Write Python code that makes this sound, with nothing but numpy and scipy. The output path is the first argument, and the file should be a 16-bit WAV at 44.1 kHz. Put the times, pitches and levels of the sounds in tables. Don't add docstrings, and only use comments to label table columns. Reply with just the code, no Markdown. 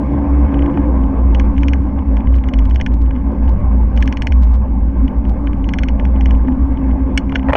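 import sys
import numpy as np
from scipy import signal
from scipy.fft import rfft, irfft
from scipy.io import wavfile
from scipy.ndimage import uniform_filter1d

SR = 44100
rng = np.random.default_rng(int(sys.argv[2]) if len(sys.argv) > 2 else 0)


def gain_from_db(level_db):
    decades = np.asarray(level_db, float) / 20
    return 10 ** decades


def dump(signal):
    limited = np.clip(np.atleast_2d(signal).T, -1, 1)
    pcm = np.round(limited * 32767).astype(np.int16)
    wavfile.write(sys.argv[1], SR, pcm)


N = 333396

# t/s, roar/dB, frame hum level/dB, hum f/Hz
ROAD_COURSE = [(0.0, -29, -22, 280.9), (0.88, -28, -21, 282.3), (0.93, -29, -24.5, 268.1),
               (1.73, -32, -24, 274.8), (2.86, -35, -29.5, 258.9), (3.01, -36, -28, 277.8),
               (3.14, -34.5, -23, 256.8), (3.24, -33, -27.5, 274.0), (3.79, -33, -30.5, 258.5),
               (4.02, -33, -31, 267.4), (4.67, -35, -27, 257.0), (4.93, -33.5, -29.5, 273.8),
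               (5.07, -33, -28, 261.4), (5.37, -33.5, -27.5, 277.6), (6.3, -31.5, -27.5, 261.4),
               (6.36, -33, -23, 267.1), (7.45, -31.5, -25.5, 266.4), (7.56, -30, -17.5, 261.1)]
# f/Hz, width/Hz, level/dB
HOUSING_MODES = [(1483, 120, -6.5), (1693, 220, -2.5), (1940, 160, -1.5), (2096, 230, 3), (2800, 300, -8),
                 (2370, 280, -0.5), (2970, 200, -1.5), (3303, 280, -9.5), (4250, 99, -16.5),
                 (4560, 170, -21.5), (4810, 180, -21.5), (5500, 300, -13.5), (5960, 230, -20),
                 (6370, 260, -17.5), (6820, 75, -26), (7050, 110, -31.5), (8100, 390, -23),
                 (8670, 230, -31.5), (11200, 2700, -50), (14100, 2000, -51)]
# t/s, then peak level/dB of lowest, main, middle, upper resonances
CLEAR_LANDINGS = [(1.3468, -29.5, -24.5, -25, -35), (1.3968, -23.5, -19, -26, -34),
                  (1.5785, -32.5, -26.5, -34, -46), (1.6317, -26, -20.5, -28, -39),
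                  (1.6823, -30.5, -17.5, -22, -31.5), (1.733, -25, -17.5, -25.5, -34),
                  (2.168, -31.5, -28, -33, -46), (2.4371, -34.5, -30, -34.5, -52),
                  (2.486, -33, -27, -30, -41), (2.5359, -34.5, -22, -26, -34.5),
                  (2.5874, -39.5, -25.5, -31, -39), (2.7084, -33.5, -34, -33.5, -48),
                  (2.7583, -31, -24.5, -26, -36.5), (2.7994, -26.5, -32, -31, -52),
                  (2.8113, -27.5, -17.5, -25, -31.5), (2.8622, -20.5, -18, -22.5, -31),
                  (3.9739, -30, -25.5, -26.5, -39), (4.0238, -19.5, -16.5, -23.5, -29.5),
                  (4.0754, -23, -19.5, -25, -33), (4.1244, -26, -20.5, -25.5, -32.5),
                  (4.1699, -34.5, -21, -26, -36.5), (4.2197, -22.5, -18.5, -19, -28),
                  (4.269, -21, -15, -21, -29), (4.321, -28.5, -20, -26.5, -37)]
# t/s, then peak level/dB of lowest, main, middle, upper resonances
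LATER_LANDINGS = [(5.0783, -39, -30.5, -31.5, -50), (5.6414, -42, -33, -31, -55),
                  (5.688, -27.5, -24, -25.5, -36.5), (5.7359, -21.5, -17.5, -22, -30),
                  (5.786, -20.5, -18.5, -21, -30.5), (5.8333, -23, -19, -25.5, -32.5),
                  (5.8845, -30.5, -20.5, -24.5, -35.5), (5.996, -30, -25, -29.5, -52),
                  (6.0512, -29, -24.5, -32.5, -45.5), (6.2087, -37.5, -25, -26, -40.5),
                  (6.257, -26, -21, -27.5, -35.5), (6.307, -31, -26.5, -27.5, -40.5),
                  (7.175, -14, -19.5, -10, -16), (7.2937, -40.5, -28, -37.5, -50),
                  (7.35, -28.5, -36.5, -30.5, -40.5), (7.3556, -9.5, -12.5, -15, -36)]


def evened(x):
    return x / np.sqrt(np.mean(abs(x) ** 2) + 1e-20)


def curves(rows):
    s, *columns = np.transpose(rows)
    return [np.interp(np.arange(N) / SR, s, c) for c in columns]


def add(mix, s, sound):
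    part = mix[round(s * SR):][:len(sound)]
    part += sound[:len(part)]


def drift(rate_hz):
    t = np.arange(0, N, 64) / SR
    rates_hz = np.geomspace(rate_hz / 10, rate_hz, num=20)
    slow = sum(np.sin(2 * np.pi * (f * t + rng.random())) / np.sqrt(f) for f in rates_hz)
    return np.interp(np.arange(N) / SR, t, evened(slow))


def dips(rows, after=0.91):
    t = np.arange(N) / SR
    return sum(db * np.maximum(1 - np.maximum(s - t, (t - s) / after) / half, 0) for s, db, half in rows)


def read(points, hz):
    f, db = np.transpose(points)
    return gain_from_db(2 * np.interp(np.log(hz), np.log(f), db))


def peaks(modes, hz):
    return sum(gain_from_db(2 * db) / (1 + (2 * (hz - f) / width) ** 2) ** 2 for f, width, db in modes)


def coloured(power_of):
    white = rfft(rng.standard_normal(N))
    return irfft(white * np.sqrt(power_of(np.fft.rfftfreq(N, 1 / SR) + 1) * SR / 2), N)


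def patchy(x, patch_db):
    z = signal.stft(x, SR, nperseg=512)[2]
    chance = rng.standard_normal(z.T.shape).T
    patches = uniform_filter1d(uniform_filter1d(chance, size=5, axis=0), size=12, axis=1)
    return signal.istft(z * gain_from_db(patch_db * evened(patches)), SR, nperseg=512)[1][:N]


def shaken(hz, width_hz, steady):
    r = np.exp(-np.pi * width_hz / SR)
    z = rng.standard_normal(N + SR) + 1j * rng.standard_normal(N + SR)
    z = signal.lfilter([1], [1, -r], signal.lfilter([1], [1, -r], z))
    z = evened(z[SR:])
    z = z / (abs(z) + 0.29) ** np.clip(steady, 0, 1)
    carrier = np.exp(2j * np.pi * np.cumsum(hz * np.ones(N)) / SR)
    return evened((z * carrier).real)


def ring(modes):
    log_gain = .5 * np.log(peaks(modes, abs(np.fft.fftfreq(8192, 1 / SR))) + 1e-10)
    minimum_phase = -signal.hilbert(log_gain).imag
    response = np.fft.ifft(np.exp(log_gain + 1j * minimum_phase)).real[:2048]
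    return response / np.linalg.norm(response)


def housing(low_hz, high_hz):
    return ring([m for m in HOUSING_MODES if low_hz <= m[0] < high_hz])


def struck(response, blow):
    sound = np.convolve(response, blow)
    return sound / abs(sound).max()


def coarseness_db():
    usual_road_db = -32
    return curves(ROAD_COURSE)[0] - usual_road_db


def wind():
    # t/s, level/dB
    buffeting = [(0.0, -43.5), (0.06, -36), (1.77, -26), (2.21, -35), (2.25, -25), (2.32, -32), (2.88, -25),
                 (3.35, -31.5), (3.43, -23), (3.68, -24), (3.73, -36.5), (3.81, -25), (4.86, -30.5),
                 (5.12, -25.5), (5.14, -36), (5.45, -25.5), (7.35, -29.5), (7.56, -37)]
    # f/Hz, level/dB per Hz
    gust_colour = [(15, 20.5), (35, 12.5), (85, 19.5), (115, 12), (141, 9.5), (170, 9), (230, -0.5),
                   (320, -60)]
    level_db = curves(buffeting)[0] + 5.0 + 1.0 * drift(25)
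    return gain_from_db(level_db) * evened(coloured(lambda hz: read(gust_colour, hz)))


def drone():
    hold_s, fade_db_per_s = 0.71, 61.5
    level_db = -29.5 - fade_db_per_s * np.maximum(np.arange(N) / SR - hold_s, 0)
    return gain_from_db(level_db) * shaken(138.3, width_hz=7.8, steady=0.58)


def fizz():
    # f/Hz, level/dB per Hz
    fizz_colour = [(3200, -40.5), (3900, -10.5), (4300, -4), (4750, -3), (5100, -7), (5480, -0.5),
                   (5950, -9), (6350, -5.5), (6800, -11.5), (7500, -14.5), (8050, -8.5), (8600, -15.5),
                   (9200, -17.5), (10300, -24), (11100, -9.5), (12500, -27.5), (15500, -39.5), (16000, -64)]
    level_db = -73.5 + coarseness_db() + 1.9 * drift(150) + 1.2 * drift(5.1)
    return gain_from_db(level_db) * evened(coloured(lambda hz: read(fizz_colour, hz)))


def roar():
    # f/Hz, level/dB per Hz
    broad_colour = [(20, -20.5), (150, -11.5), (300, -37), (400, -20.5), (700, -23.5), (1150, -26.5),
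                    (1320, -36), (2400, -46), (3400, -76.5), (3900, -68), (5000, -92), (7000, -130)]
    # f/Hz, width/Hz, level/dB over the roar
    frame_modes = [(340, 42, 0.5), (520, 50, -3), (590, 60, -7), (790, 70, -8), (885, 60, -5),
                   (1050, 120, -6), (1580, 200, -16), (2150, 300, -20), (2580, 200, -28), (2950, 400, -30),
                   (3400, 300, -36)]
    broad_db = -5.5

    def power(hz):
        modes = sum(peaks([mode], hz) / mode[1] for mode in frame_modes)
        return read(broad_colour, hz) * gain_from_db(2 * broad_db) + modes

    grit_db = 1.0 * drift(60) + .5 * drift(3.3)
    level_db = curves(ROAD_COURSE)[0] - 4.5 + grit_db
    return gain_from_db(level_db) * patchy(coloured(power), patch_db=2.0)


def tubes():
    # f/Hz, width/Hz, level/dB re hum
    tube_modes = [(533, 34, -24.5), (875, 56, -24.5)]
    hum_db = curves(ROAD_COURSE)[1]
    out = np.zeros(N)
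    for hz, width_hz, db in tube_modes:
        out += gain_from_db(hum_db + db + 2.0 * drift(8)) * shaken(hz, width_hz, steady=0.22)
    return out


def sway():
    # t/s, mount f/Hz, level/dB
    sway_course = [(0, 64.1, -20), (.6, 63.81, -5.5), (.8, 64.02, -13), (1.1, 58.64, -11),
                   (1.5, 59.33, -10), (1.95, 61.89, -14), (2.35, 57.22, -7.5), (3.12, 57.38, -10.5),
                   (3.5, 60.03, -9.5), (3.8, 57.75, -10.5), (4.15, 62.17, -9), (4.4, 59.66, -7),
                   (4.7, 59.81, -11.5), (5.25, 58.2, -9.5), (5.6, 55.37, -10.5), (6, 60.5, -11),
                   (6.35, 57.34, -9), (7.56, 62.4, -12)]
    # t/s, depth/dB,
    # half length/s
    sway_lulls = [(0.044, -2.5, 0.045), (0.255, 12, 0.028), (.4, 0.5, 0.11), (0.514, 14.5, .06),
                  (.6, 7, .06), (1.27, -4, 0.074), (0.698, 21, 0.066), (1.132, 14.5, .06),
                  (1.914, 9, 0.074), (2.045, 19, 0.036), (2.231, 23, 0.045), (2.44, 15.5, 0.039),
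                  (2.52, 22, .045), (2.846, 17.5, 0.067), (3.191, 5.5, 0.078), (3.344, 14.5, 0.068),
                  (3.582, 21, 0.042), (3.92, 12.5, 0.036), (4.255, 16, 0.045), (4.933, 11.5, 0.057),
                  (5.115, 29.5, 0.066), (5.236, 15, 0.042), (5.502, 5, 0.21), (5.742, 14, 0.077),
                  (5.872, 10, 0.05), (6.471, 8.5, 0.064), (6.57, 14, 0.04), (6.78, 11, 0.15),
                  (6.989, 10.5, 0.045), (7.112, 17.5, 0.042), (7.211, 19.5, 0.055), (7.324, 14.5, 0.072),
                  (7.449, 17, 0.051),
                  (0.759, 14.5, 0.022), (0.845, 2, 0.047), (1.459, 3.5, 0.027), (1.548, 11.5, 0.039),
                   (2.989, 7, 0.029), (3.138, 7.5, 0.069), (3.243, 7.5, 0.022), (4.125, 12, 0.04),
                   (4.193, 10, 0.045), (4.678, 8, 0.039), (4.749, 6.5, 0.017), (5.4, 6, 0.044),
                   (5.542, 6.5, 0.02), (5.582, 7, 0.024), (5.679, 5.5, 0.02), (5.795, 8.5, 0.017),
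                   (5.988, 11.5, 0.028), (6.152, 2.5, 0.046), (6.394, 6, 0.021), (6.674, 9.5, 0.032),
                   (7.277, 6, 0.024), (7.53, 6, 0.017)]
    hz, level_db = curves(sway_course)
    level_db = level_db - dips(sway_lulls, after=0.98)
    return gain_from_db(level_db) * shaken(hz, width_hz=7.5, steady=1.0)


def low_mode():
    # t/s, depth/dB, half length/s
    low_mode_lulls = [(0.289, 5.5, 0.043), (0.364, 5.5, 0.04), (0.583, 5.5, 0.047), (0.676, 4.5, 0.049),
                      (0.971, -3, 0.045), (1.184, 3, 0.086), (1.302, 1.5, 0.038), (1.538, 2.5, 0.02),
                      (1.618, 2.5, 0.062), (1.667, 6, 0.02), (1.744, 6, 0.033), (1.847, 6, 0.037),
                      (2.011, 3.5, 0.099), (2.312, 8, 0.034), (2.421, 7.5, 0.11), (2.642, 8, 0.043),
                      (2.774, 6, 0.13), (3.09, 12.5, 0.045), (3.58, 1, 0.089), (3.675, 15, 0.038),
                      (3.922, 5.5, 0.056), (4.062, 9.5, 0.037), (4.155, 10.5, 0.051), (4.214, 8.5, 0.032),
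                      (4.468, 6, 0.061), (4.544, 5.5, 0.084), (4.862, 3, 0.083), (5.125, 5, 0.03),
                      (5.395, 4.5, 0.1), (5.483, 9, 0.047), (5.642, 12.5, 0.043), (5.816, 3, 0.02),
                      (5.946, 1, 0.064), (6.193, 5.5, 0.067), (6.398, 8, 0.064), (6.647, 7.5, 0.066),
                      (6.761, 6.5, 0.056), (7.069, 9, 0.11), (7.181, 3, 0.028), (7.334, 6, 0.085)]
    level_db = -24.5 + 0.19 * coarseness_db() - 0.99 * dips(low_mode_lulls)
    return gain_from_db(level_db) * shaken(208, width_hz=45.0, steady=0.37)


def hum():
    # t/s, depth/dB, half length/s
    jolt_lulls = [(0.066, 11, 0.036), (0.368, 6.5, 0.017), (0.459, 9, 0.059), (0.74, 4.5, 0.058),
                  (0.826, 9.5, 0.052), (0.934, 5, 0.047), (1.171, 9.5, 0.031), (1.252, 5.5, 0.09),
                  (1.367, 10.5, 0.045), (1.48, 9, 0.025), (1.631, 6.5, 0.019), (1.769, 5, 0.064),
                  (1.932, 4.5, 0.048), (2.048, 3.5, 0.027), (2.176, 10.5, 0.026), (2.403, 4, 0.12),
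                  (2.781, 8.5, 0.078), (2.981, 15, 0.03), (3.101, 6.5, 0.092), (3.235, 3.5, 0.036),
                  (3.383, 9, 0.019), (3.559, 12.5, 0.11), (3.682, 7.5, 0.031), (3.827, 10.5, 0.059),
                  (3.991, 10, 0.026), (4.231, 2, 0.091), (4.331, 9, 0.02), (4.452, 11.5, 0.026),
                  (4.58, 9.5, 0.11), (4.631, 10, 0.078), (4.76, 8, 0.016), (4.812, 13, 0.025),
                  (4.898, 2.5, 0.047), (4.965, 12, 0.019), (5.148, 3.5, 0.07), (5.327, 13.5, 0.036),
                  (5.39, 5.5, 0.045), (5.577, 9.5, 0.033), (5.834, -1.5, 0.15), (5.984, 8, 0.024),
                  (6.048, 10, 0.028), (6.118, 10, 0.037), (6.33, 2.5, 0.17), (6.409, 5.5, 0.046),
                  (6.642, 3.5, 0.026), (6.753, 9, 0.022), (6.956, 3, 0.051), (7.236, 7, 0.041)]
    # t/s, depth/dB, half length/s
    stone_kicks = [
        (0.8, -9, .03),
        (3.161, -5.5, .03),
        (4.083, -7.5, 0.036),
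        (5.049, -8, .03),
        (6.5, -5, 0.049),
    ]
    _, level_db, hz = curves(ROAD_COURSE)
    level_db = level_db + 4 - 1.16 * dips(jolt_lulls + stone_kicks) - 0.04 * drift(7.1)
    return gain_from_db(level_db) * shaken(hz, width_hz=20, steady=0.75)


def low_modes():
    lift_s, lift_db, lift_rise_s = 7.508, 15, 0.013
    lift = np.clip((np.arange(N) / SR - lift_s) / lift_rise_s, 0, 1)
    return (sway() + low_mode() + hum()) * gain_from_db(-lift_db * lift)


def ticks():
    # t/s, relative level/dB
    tick_times = [(.015, -74.5), (1.45, -68.5), (1.613, -65.5), (2.328, -67), (2.377, -71), (2.405, -71),
                  (4.4268, -60.5), (4.473, -70), (4.541, -60.5), (4.562, -70), (2.3534, -60.5),
                  (2.363, -60.5), (2.4728, -72.5), (2.654, -59), (2.6997, -59), (2.7472, -58.5),
                  (2.94, -59.5), (3.019, -62.5), (3.432, -68.5), (3.455, -72), (3.494, -59), (3.515, -70),
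                  (3.9655, -58), (4.007, -59.5), (4.017, -61), (4.03, -57), (4.0591, -59), (4.376, -77.5),
                  (4.4221, -64.5), (4.435, -56), (4.4431, -64.5), (4.5062, -72.5), (4.52, -67.5),
                  (4.549, -62.5), (4.558, -66), (4.871, -84), (5.0127, -84.5), (5.2958, -59.5),
                  (6.3394, -78.5), (6.3689, -73.5)]
    t, decay = np.arange(-40, 40) / SR, np.exp(-np.arange(60) / SR / 0.00008)
    kink = np.exp(-(t / .00003) ** 2) * np.hanning(len(t))
    kink = np.convolve(kink, (1 + .5 * rng.standard_normal(60)) * decay)
    kink = signal.lfilter([.3], [1, -.75], kink)
    out = np.zeros(N)
    for (s, db), chance in zip(tick_times, rng.random((len(tick_times), 6))):
        add(out, s - 40 / SR, gain_from_db(db + 30.5) * kink)
        for offset, size in chance.reshape(3, 2):
            add(out, s + 0.023 * (offset - .5), -gain_from_db(db + 23 - 15 * size) * kink)
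    return out


def buzz():
    tail_db, rise_s, tail_s = -10, 0.0023, 0.007
    kicks, t = np.zeros(N), np.arange(3000) / SR
    envelope = (1 - np.exp(-t / rise_s)) * np.exp(-t / tail_s)
    for s, low_db, main_db, mid_db, high_db in CLEAR_LANDINGS + LATER_LANDINGS:
        add(kicks, s, gain_from_db(mid_db + tail_db) * envelope)
    hiss = coloured(lambda hz: peaks(HOUSING_MODES, hz) * (hz / 2000) ** 0.79 * (hz < 7500))
    return kicks * evened(hiss)


def hits():
    # t/s, peak level/dB
    lone_hits = [(0.541, -27.5), (0.59, -29), (0.622, -25.5), (0.66, -26), (0.7407, -35), (.698, -36.5),
                 (1.036, -35.5), (1.564, -35.5), (1.988, -34), (2.2044, -32), (2.2708, -30.5),
                 (2.3402, -31), (2.383, -35.5), (2.6545, -32.5), (2.919, -39), (3.107, -29.5),
                 (3.151, -37.5), (3.161, -33), (3.477, -32.5), (5.251, -32.5), (5.471, -23), (5.531, -29.5),
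                 (6.159, -35.5), (6.292, -37.5), (6.349, -33.5), (3.06, -40.5), (6.772, -32.5),
                 (6.9105, -35), (6.473, -35.5), (6.521, -36), (7.32, -25.5), (7.3575, -11.5), (7.393, -28),
                 (7.428, -32)]
    colour_db, spread_db = np.array((-7, -2.5, -7, -26)), -0.7
    chance = rng.standard_normal((len(lone_hits), 4))
    faint = [(s, *(db + colour_db + spread_db * c)) for (s, db), c in zip(lone_hits, chance)]
    return CLEAR_LANDINGS + LATER_LANDINGS + faint


def rattles():
    out, t = np.zeros(N), np.arange(500) / SR
    edges_hz = 0, 1900, 2650, 4000, 7500, SR
    groups = [housing(a, b) for a, b in zip(edges_hz[:-1], edges_hz[1:])]
    envelope = (1 - np.exp(-t / 0.00025)) * np.exp(-t / 0.0018)
    usual = rng.standard_normal(500)
    rows = hits()
    for (s, low_db, main_db, mid_db, high_db), own in zip(rows, rng.standard_normal((len(rows), 500))):
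        z = rfft((0.42 * usual + own) * envelope, n=1024)
        blow = irfft(z / abs(z) ** .7)[:500] * np.exp(-t / 0.0073)
        top_db = high_db - 19 + 0.79 * (high_db + 30.5)
        levels_db = low_db, main_db + .1, mid_db - .1, high_db + .1, top_db
        add(out, s, sum(gain_from_db(d) * struck(g, blow) for d, g in zip(levels_db, groups)))
    return out


def slap():
    wall = [(2250, 220, 0), (2460, 250, -1.5), (2660, 250, -1.5)]  # f/Hz, width/Hz, level/dB
    out, t = np.zeros(N), np.arange(300) / SR
    blow = rng.standard_normal(300) * np.exp(-t / 0.0012)
    add(out, 7.1757, gain_from_db(-7.5) * struck(ring(wall), blow))
    return out


def knocks():
    # t/s, peak level/dB, blow length/s, housing level/dB
    blows = [(0.773, -12.5, 0.0035, -16), (6.483, -17.5, .003, -22), (7.323, -20, 0.0026, -5),
             (7.355, -17, 0.0065, -32), (7.486, -10, 0.0023, -24.5), (7.493, -8.5, 0.0055, -23),
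             (7.495, -24, 0.0033, -8), (7.503, -18, 0.0017, -24), (7.5045, -11, 0.002, -24.5),
             (7.5234, -13, 0.0008, -30), (7.532, -1.5, 0.0015, -17.5), (7.5336, -6, .0012, -7),
             (7.535, -6, 0.002, -17.5), (7.546, -17, 0.0011, -24.5), (7.5525, -0.5, 0.00099, -19.5),
             (7.5555, -4, 0.0016, -7)]
    # f/Hz, width/Hz, level/dB
    body_modes = [(266, 20, -1), (555, 130, 3.5), (760, 280, 0.5), (900, 250, 4), (1290, 630, -5.5),
                  (1890, 550, -8), (2400, 540, -18.5), (5500, 4000, -60.5)]
    out, t = np.zeros(N), np.arange(500) / SR
    body, low, high = ring(body_modes), housing(0, 4000), housing(4000, SR)
    for (s, db, length_s, housing_db), chatter in zip(blows, rng.standard_normal((len(blows), 500))):
        blow = chatter * (1 - np.exp(-t / 0.00036)) * np.exp(-t / abs(length_s))
        shell = struck(low, blow) + gain_from_db(-27.5) * struck(high, blow)
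        add(out, s, gain_from_db(db) * (struck(body, blow) + gain_from_db(housing_db) * shell))
    return out


def scene():
    background = wind() + drone() + fizz() + roar() + tubes() + low_modes()
    impacts = ticks() + buzz() + rattles() + slap() + knocks()
    return (background + impacts)[None]


def limited(x):
    level_db = 10 * np.log10(abs(uniform_filter1d(x[0] ** 2, size=300)) + 1e-12)
    fall_db = np.arange(N) * 60. / SR
    over_db = np.maximum(np.maximum.accumulate(level_db + fall_db) - fall_db + 6, 0)
    held = x / gain_from_db(.5 * uniform_filter1d(over_db, size=300))
    held = held - held.mean()
    knee, room = .6, .45
    return np.where(abs(held) < knee, held, np.sign(held) * (knee + room * np.tanh((abs(held) - knee) / room)))


def starved(x):
    # from t/s, to t/s
    open_spans = [(0.0, 0.15), (0.19, 0.38), (0.42, 0.49), (0.56, 0.78), (0.85, 1.03), (1.24, 1.35),
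                  (1.39, 1.45), (1.49, 1.54), (1.66, 1.74), (1.79, 1.84), (2.05, 2.1), (2.15, 2.21),
                  (2.25, 2.61), (2.66, 2.82), (2.86, 2.89), (2.94, 2.99), (3.03, 3.12), (3.24, 3.29),
                  (3.33, 3.52), (3.63, 3.88), (3.93, 4.08), (4.12, 4.23), (4.27, 4.34), (4.37, 4.81),
                  (5.01, 5.06), (5.1, 5.21), (5.25, 5.49), (5.6, 5.64), (5.68, 5.75), (5.78, 5.86),
                  (5.93, 5.97), (6.06, 6.11), (6.16, 6.25), (6.33, 6.43), (6.68, 6.75), (6.78, 6.83),
                  (6.91, 6.96), (7.1, 7.21), (7.3, 7.37), (7.52, 7.56)]
    edges_hz, edge_hold_s = (9300, 11800, 12000, 12600, 12600, 13000), .03
    holes_from_hz, hole_hz, hole_share = 8200, 700, .14
    hz, t, z = signal.stft(x, SR, nperseg=1024, noverlap=768)
    block = np.round(t / edge_hold_s).astype(int)
    edge_hz = rng.choice(edges_hz, block[-1] + 1)[block]
    chance = rng.random((block[-1] + 1, 40))[block]
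    holes = chance[:, (hz // hole_hz).astype(int)].T < hole_share
    kept = (hz[:, None] < edge_hz) & ~(holes & (hz[:, None] > holes_from_hz))
    top = abs(z[0, hz > edges_hz[-1]]).max(0)
    hit = top > np.median(top) * gain_from_db(15)
    whole = hit | np.any([(t >= a) & (t <= b) for a, b in open_spans], 0)
    return signal.istft(z * (kept | whole), SR, nperseg=1024, noverlap=768)[1][:, :N]


def low_pass(x):
    return signal.sosfilt(signal.butter(12, 15700, fs=SR, output="sos"), x)


def record(dry):
    mix = starved(limited(dry))
    return low_pass(mix)


dry = scene()
out = record(dry)
dump(out)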